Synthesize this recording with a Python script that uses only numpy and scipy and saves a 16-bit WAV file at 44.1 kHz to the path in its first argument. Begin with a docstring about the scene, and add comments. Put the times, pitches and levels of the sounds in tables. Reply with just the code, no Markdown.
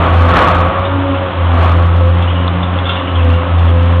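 """Excavator on a concrete building

A big diesel excavator works, its exhaust booming as the load comes and goes; its arm squeals once.
A broad roar, of traffic or sliding debris, is there at the start and then surges twice. Rubble and
reinforcing steel clink in the open floors, and something clicks nearby. A small camera's
narrow-band microphone hears it all and overloads on the loudest peaks."""
import sys
import numpy as np
from scipy import signal
from scipy.fft import rfft, irfft
from scipy.io import wavfile
from scipy.ndimage import uniform_filter1d

SR = 44100
rng = np.random.default_rng(int(sys.argv[2]) if len(sys.argv) > 2 else 0)


def unload_wav(signal):
    """Save mono or channel-first audio to the path in sys.argv[1] as 16-bit WAV at rate SR, clipped to [-1, 1]."""
    wavfile.write(
        sys.argv[1],
        SR,
        np.round(np.clip(np.atleast_2d(signal).T, -1, 1) * 32767).astype(np.int16),
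    )


N = 176400  # 4 seconds


def gain(db):
    """Turn decibels (dB) into a number to multiply by."""
    return 10 ** (np.asarray(db) / 20)


def normalize(x):
    """Scale a signal so its average strength (rms) is 1."""
    return x / np.sqrt(np.mean(x ** 2))


def curve(rows):
    """Join (seconds, value) points with straight lines."""
    return np.interp(np.arange(N) / SR, *np.array(rows).T)


def wobble(rate):
    """Glide smoothly to a new random value, rate times a second."""
    hold = int(SR / rate)
    steps = np.repeat(rng.standard_normal(1024), hold)[:N]
    return normalize(uniform_filter1d(uniform_filter1d(steps, hold), hold))


def noise(points):
    """Noise shaped by (Hz, dB) points, fading steeply beyond both ends."""
    hz, db = np.array(points).T
    f = np.maximum(np.fft.rfftfreq(N, 1 / SR), 1)
    shape = gain(np.interp(np.log(f), np.log(hz), db))
    shape = shape / (1 + (hz[0] / 2 / f) ** 4) / (1 + (f / 2 / hz[-1]) ** 4)
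    return normalize(irfft(rfft(rng.standard_normal(N)) * shape, N))


def resonance(hz, width):
    """Noise that rings around one pitch; a smaller width rings more clearly."""
    peak = signal.iirpeak(hz, hz / width, fs=SR)
    return normalize(signal.lfilter(*peak, rng.standard_normal(N)))


def tone(phase, rough, flutter_hz):
    """A tone plus a fluttering part scattered by the walls; rough sets how much."""
    wave = (1 + rough * wobble(flutter_hz)) * np.sin(phase) + rough * wobble(flutter_hz) * np.cos(phase)
    return np.sqrt(2 / (1 + 2 * rough ** 2)) * wave


# The rumble's tone colour. Each row: frequency in Hz, relative level in dB.
RUMBLE_COLOUR = [(15,-11.5),(30,-6),(60,2.5),(120,3),(220,-1.5),(330,-1),(500,-23.5)]

def site_rumble():
    """The building site rumbles, low and steady."""
    return gain(-28) * noise(RUMBLE_COLOUR)


# The roar's swells. Each row: peak time in seconds, relative level in dB, rise and fall in dB a second.
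SURGES = [(.04,-12.5,12,32),(.375,-7.2,66,29),(1.63,-13.3,75,46)]
# The roar's tone colour. Each row: frequency in Hz, relative level in dB.
ROAR_COLOUR = [(20,-8),(70,5.5),(150,-4),(300,-2),(450,-4),(700,0.5),(950,-3.5),(1200,1.5),(1500,-6.5),(2000,-12.5),(2800,-16),(3600,-18.5)]
# Pitches that ring in the roar. Each row: pitch in Hz, width in Hz, relative level in dB.
ROAR_RINGS = [(1125,15,-7),(1243,40,-9),(897,25,-15.5),(665,37,-14.5),(1426,120,-20)]

def roar():
    """Traffic or sliding debris makes a broad, ringing roar that swells and dies away."""
    t = np.arange(N) / SR
    power = sum(gain(db - np.abs(t - at) * np.where(t < at, rise, fall)) ** 2
                for at, db, rise, fall in SURGES)
    rush = noise(ROAR_COLOUR)
    rings = sum(gain(db) * resonance(hz, width) for hz, width, db in ROAR_RINGS)
    return gain(0.9) * np.sqrt(power) * normalize(rush + rings)


def concrete_crack(start_s=.345, attack_s=.018, fade_s=.39):
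    """Concrete cracks in a burst of noise at the roar's biggest crest."""
    age = np.maximum(np.arange(N) / SR - start_s, 0)
    level = np.minimum(age / attack_s, 1) * gain(-11 - 60 * age / fade_s)
    return level * noise([(1000, -2.5), (1700, 12), (2600, -7), (3700, -5)])


# Rubble hitting steel. Each row: start in seconds, level in dB, pitch in Hz, seconds to fade by 60 dB.
CLINKS = [(.85,-25.5,3620,0.18),(1.145,-29,2660,0.11),(1.18,-26.5,2950,0.065),(1.26,-29,3320,0.087),(1.465,-30.5,2990,0.051),(2.222,-24,3330,0.091),(2.275,-26.5,2920,.2),(2.30,-26,3200,.1),(2.355,-28.5,2910,0.36),(2.43,-33,2880,0.24),(2.629,-20,3530,0.083),(2.787,-17.5,3400,0.032),(2.854,-22,3390,0.21),(2.867,-21.5,3433,0.095),(2.891,-15,3428,0.18),(2.913,-22.5,3620,0.12),(2.955,-21.5,3610,0.092),(2.966,-25.5,2785,0.39),(3.071,-27.5,2870,0.28),(3.155,-23,3246,0.15),(3.19,-28,2645,.2),(3.224,-27,2890,0.06),(3.30,-25,2760,0.08),(3.335,-27.5,2790,0.29),(3.58,-28.5,3530,0.13),(3.68,-26,3300,.07),(3.793,-30,2710,0.068)]
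# The tones of a struck bar. Each row: multiple of the clink's pitch, relative level in dB.
BAR_TONES = [(.4,-7),(.635,-12.5),(.8,-8.5),(.935,-10.5),(1.001,-0.5),(1.055,-7)]

def rubble(attack_s=.0007, echo_s=.65):
    """Falling pieces crunch and set steel bars ringing; the open floors echo them."""
    t = np.arange(N) / SR
    grit = gain(-3.5) * noise([(700, -15.5), (1400, 0), (2200, -9.5), (3000, -1.5), (3800, -2.5)])
    hits = np.zeros(N)
    for at, db, hz, fade_s in CLINKS:
        start = int(at * SR)
        age = t[:min(SR // 2, N - start)]
        span = slice(start, start + len(age))
        ring = sum(np.sqrt(2) * gain(tone_db) * np.sin(2 * np.pi * (hz * ratio * age + rng.random()))
                   for ratio, tone_db in BAR_TONES)
        level = gain(db - 60 * age / fade_s) * (1 - np.exp(-age / attack_s))
        hits[span] += level * (ring + grit[span])
    echo = rng.standard_normal(SR) * gain(-60 * t[:SR] / echo_s)
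    echo /= np.sqrt(np.sum(echo ** 2))
    return hits + gain(-8) * signal.fftconvolve(hits, echo)[:N]


def click(at_s=2.4795, width_s=.0005, tick_hz=3950, ring_hz=3530, fade_s=.05):
    """Something close by ticks once and rings briefly, with no echo."""
    t = np.arange(N) / SR - at_s
    tick = gain(-3.5) * np.exp(-(t / width_s) ** 2) * np.sin(2 * np.pi * tick_hz * t)
    age = np.maximum(t, 0)
    ring = gain(-23.5 - 60 * age / fade_s) * np.sin(2 * np.pi * ring_hz * age)
    return tick + ring


def arm_squeal(peak_s=1.01, width_s=.038, hz=943, fall_hz_per_s=700):
    """The working arm gives a short squeal that falls in pitch."""
    t = np.arange(N) / SR - peak_s
    phase = 2 * np.pi * np.cumsum(hz - fall_hz_per_s * t) / SR
    level = gain(-25) * np.exp(-(t / width_s) ** 2 / 2)
    return level * tone(phase, rough=.88, flutter_hz=60.6)


# Pitches at which the housing rings. Each row: pitch in Hz, width in Hz, level in dB.
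HOUSING_RINGS = [(282,7.6,-31.5),(367.5,8.5,-37.5),(554.7,13,-36.5),(669,19,-39)]

def housing():
    """The machine's housing rings at a few fixed pitches."""
    return sum(gain(db) * resonance(hz, width) for hz, width, db in HOUSING_RINGS)


# The tone colour of the clatter and fan. Each row: frequency in Hz, relative level in dB.
CLATTER_COLOUR = [(300,-7.5),(370,-6),(450,-9),(540,2.5),(640,-5.5),(760,-2.5),(900,-3.5),(1080,0.5),(1300,-4),(1600,-8.5),(2200,-13),(2900,-12),(3600,-14)]

def clatter(phase):
    """Clatter and fan noise pulse with each firing and flicker slightly in level."""
    flicker = gain(.6 * wobble(18))
    pulse = 1 + .15 * np.cos(phase)
    return gain(-21.5) * noise(CLATTER_COLOUR) * pulse * flicker


# How loud four engine tones are over time. Each row: time in seconds, relative level in dB.
BOOM_LEVEL = [(0.0, -8.5), (0.05, -17), (0.17, -6), (0.32, -9), (0.37, -20), (0.4, -17), (0.43, -29),
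              (0.5, -12.5), (0.59, -12.5), (0.67, -11.5), (0.72, -29), (0.79, -14), (0.87, -18),
              (0.95, -13.5), (1.02, -14.5), (1.2, -16.5), (1.32, -25.5), (1.4, -11), (1.46, -10),
              (1.68, -8.5), (2.09, -8), (2.62, -15.5), (2.78, -14.5), (3.03, -20.5), (3.09, -19.5),
              (3.17, -10), (3.35, -7.5), (3.46, -20), (3.54, -9), (3.69, -7), (3.98, -10.5), (4.0, -9)]
SECOND_LEVEL = [(0.0, -24.5), (0.23, -32), (0.33, -26), (0.47, -36.5), (0.49, -23), (1.07, -41.5),
                (1.97, -25.5), (2.08, -28.5), (2.53, -24), (3.31, -36.5), (3.33, -29), (4.0, -26)]
THIRD_LEVEL = [(0.0, -36), (0.05, -17.5), (0.15, -41), (0.27, -15), (0.5, -45), (1.11, -13.5), (1.3, -44),
               (1.56, -19.5), (1.59, -34), (2.32, -33.5), (2.41, -19), (2.58, -37), (3.35, -18.5),
               (3.56, -36), (3.66, -20.5), (4.0, -30.5)]
WHINE_LEVEL = [(0.0, -23.5), (0.76, -18), (1.0, -30), (1.07, -19), (1.24, -20.5), (1.26, -24.5),
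               (1.95, -28.5), (2.04, -18.5), (2.32, -31), (2.49, -33), (2.55, -53), (2.83, -45),
               (3.03, -21), (3.16, -35), (3.25, -21), (3.68, -31), (3.71, -26), (4.0, -22.5)]
# Weaker engine tones. Each row: multiple of the firing rate, level in dB.
OVERTONES = [(1.5,-47.5),(2.5,-46),(3.5,-49),(4,-43),(4.5,-40),(5,-44.5),(5.5,-45),(7,-40),(8,-39.5),(9,-38.5),(10.5,-38.5),(12,-37.5),(13,-38),(15,-37)]

def engine_tones(phase):
    """The exhaust booms at the firing rate; a whine and other tones waver at multiples of it."""
    tones = gain(curve(BOOM_LEVEL) + .3) * tone(phase, rough=.069, flutter_hz=12)
    tones += gain(curve(SECOND_LEVEL) + 3) * tone(2 * phase, rough=.22, flutter_hz=22)
    tones += gain(curve(THIRD_LEVEL) - 3.5) * tone(3 * phase, rough=.36, flutter_hz=20)
    tones += gain(curve(WHINE_LEVEL) - .6) * tone(6 * phase, rough=.28, flutter_hz=20)
    for multiple, db in OVERTONES:
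        tones += gain(db) * tone(multiple * phase, rough=1, flutter_hz=14)
    return tones


# How fast the engine runs. Each row: time in seconds, firings per second.
FIRING_RATE = [(0.0, 86.0), (0.17, 84.9), (0.35, 86.1), (0.62, 86.4), (0.78, 91.1), (0.9, 92.9),
               (1.05, 92.7), (1.24, 91.2), (1.38, 86.1), (1.58, 84.7), (2.0, 86.1), (2.5, 87.6),
               (2.97, 89.2), (3.12, 86.6), (3.27, 84.0), (3.46, 85.9), (3.64, 84.4), (4.0, 86.9)]

def engine():
    """The diesel's cylinders fire in turn, setting the pace of its tones and clatter."""
    rate = uniform_filter1d(curve(FIRING_RATE), size=2205)  # smoothed over 0.05 seconds
    phase = 2 * np.pi * np.cumsum(rate) / SR  # one full turn per firing
    return engine_tones(phase) + housing() + clatter(phase)


def scene():
    """Add the machine, the site and the debris together in one channel."""
    mix = engine() + site_rumble() + arm_squeal() + roar() + concrete_crack() + rubble() + click()
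    return mix[None]


def record(dry, treble_hz=3587, band_edge_hz=4350, top_hz=15900, knee=.55, headroom=.22, limit=.7046):
    """The small microphone loses the high treble and squashes the loudest peaks."""
    x = signal.sosfilt(signal.butter(14, treble_hz, fs=SR, output="sos"), dry)
    excess = np.maximum(np.abs(x) - knee, 0)  # only the part above the knee is rounded off
    x = np.clip(x, -knee, knee) + np.sign(x) * headroom * np.tanh(excess / headroom)
    x = signal.sosfiltfilt(signal.ellip(8, .1, 60, band_edge_hz, fs=SR, output="sos"), x)
    x = np.clip(x, -limit, limit)  # whatever still sticks out is cut flat
    return signal.sosfilt(signal.ellip(8, .2, 70, top_hz, fs=SR, output="sos"), x)


dry = scene()
out = record(dry)
unload_wav(out)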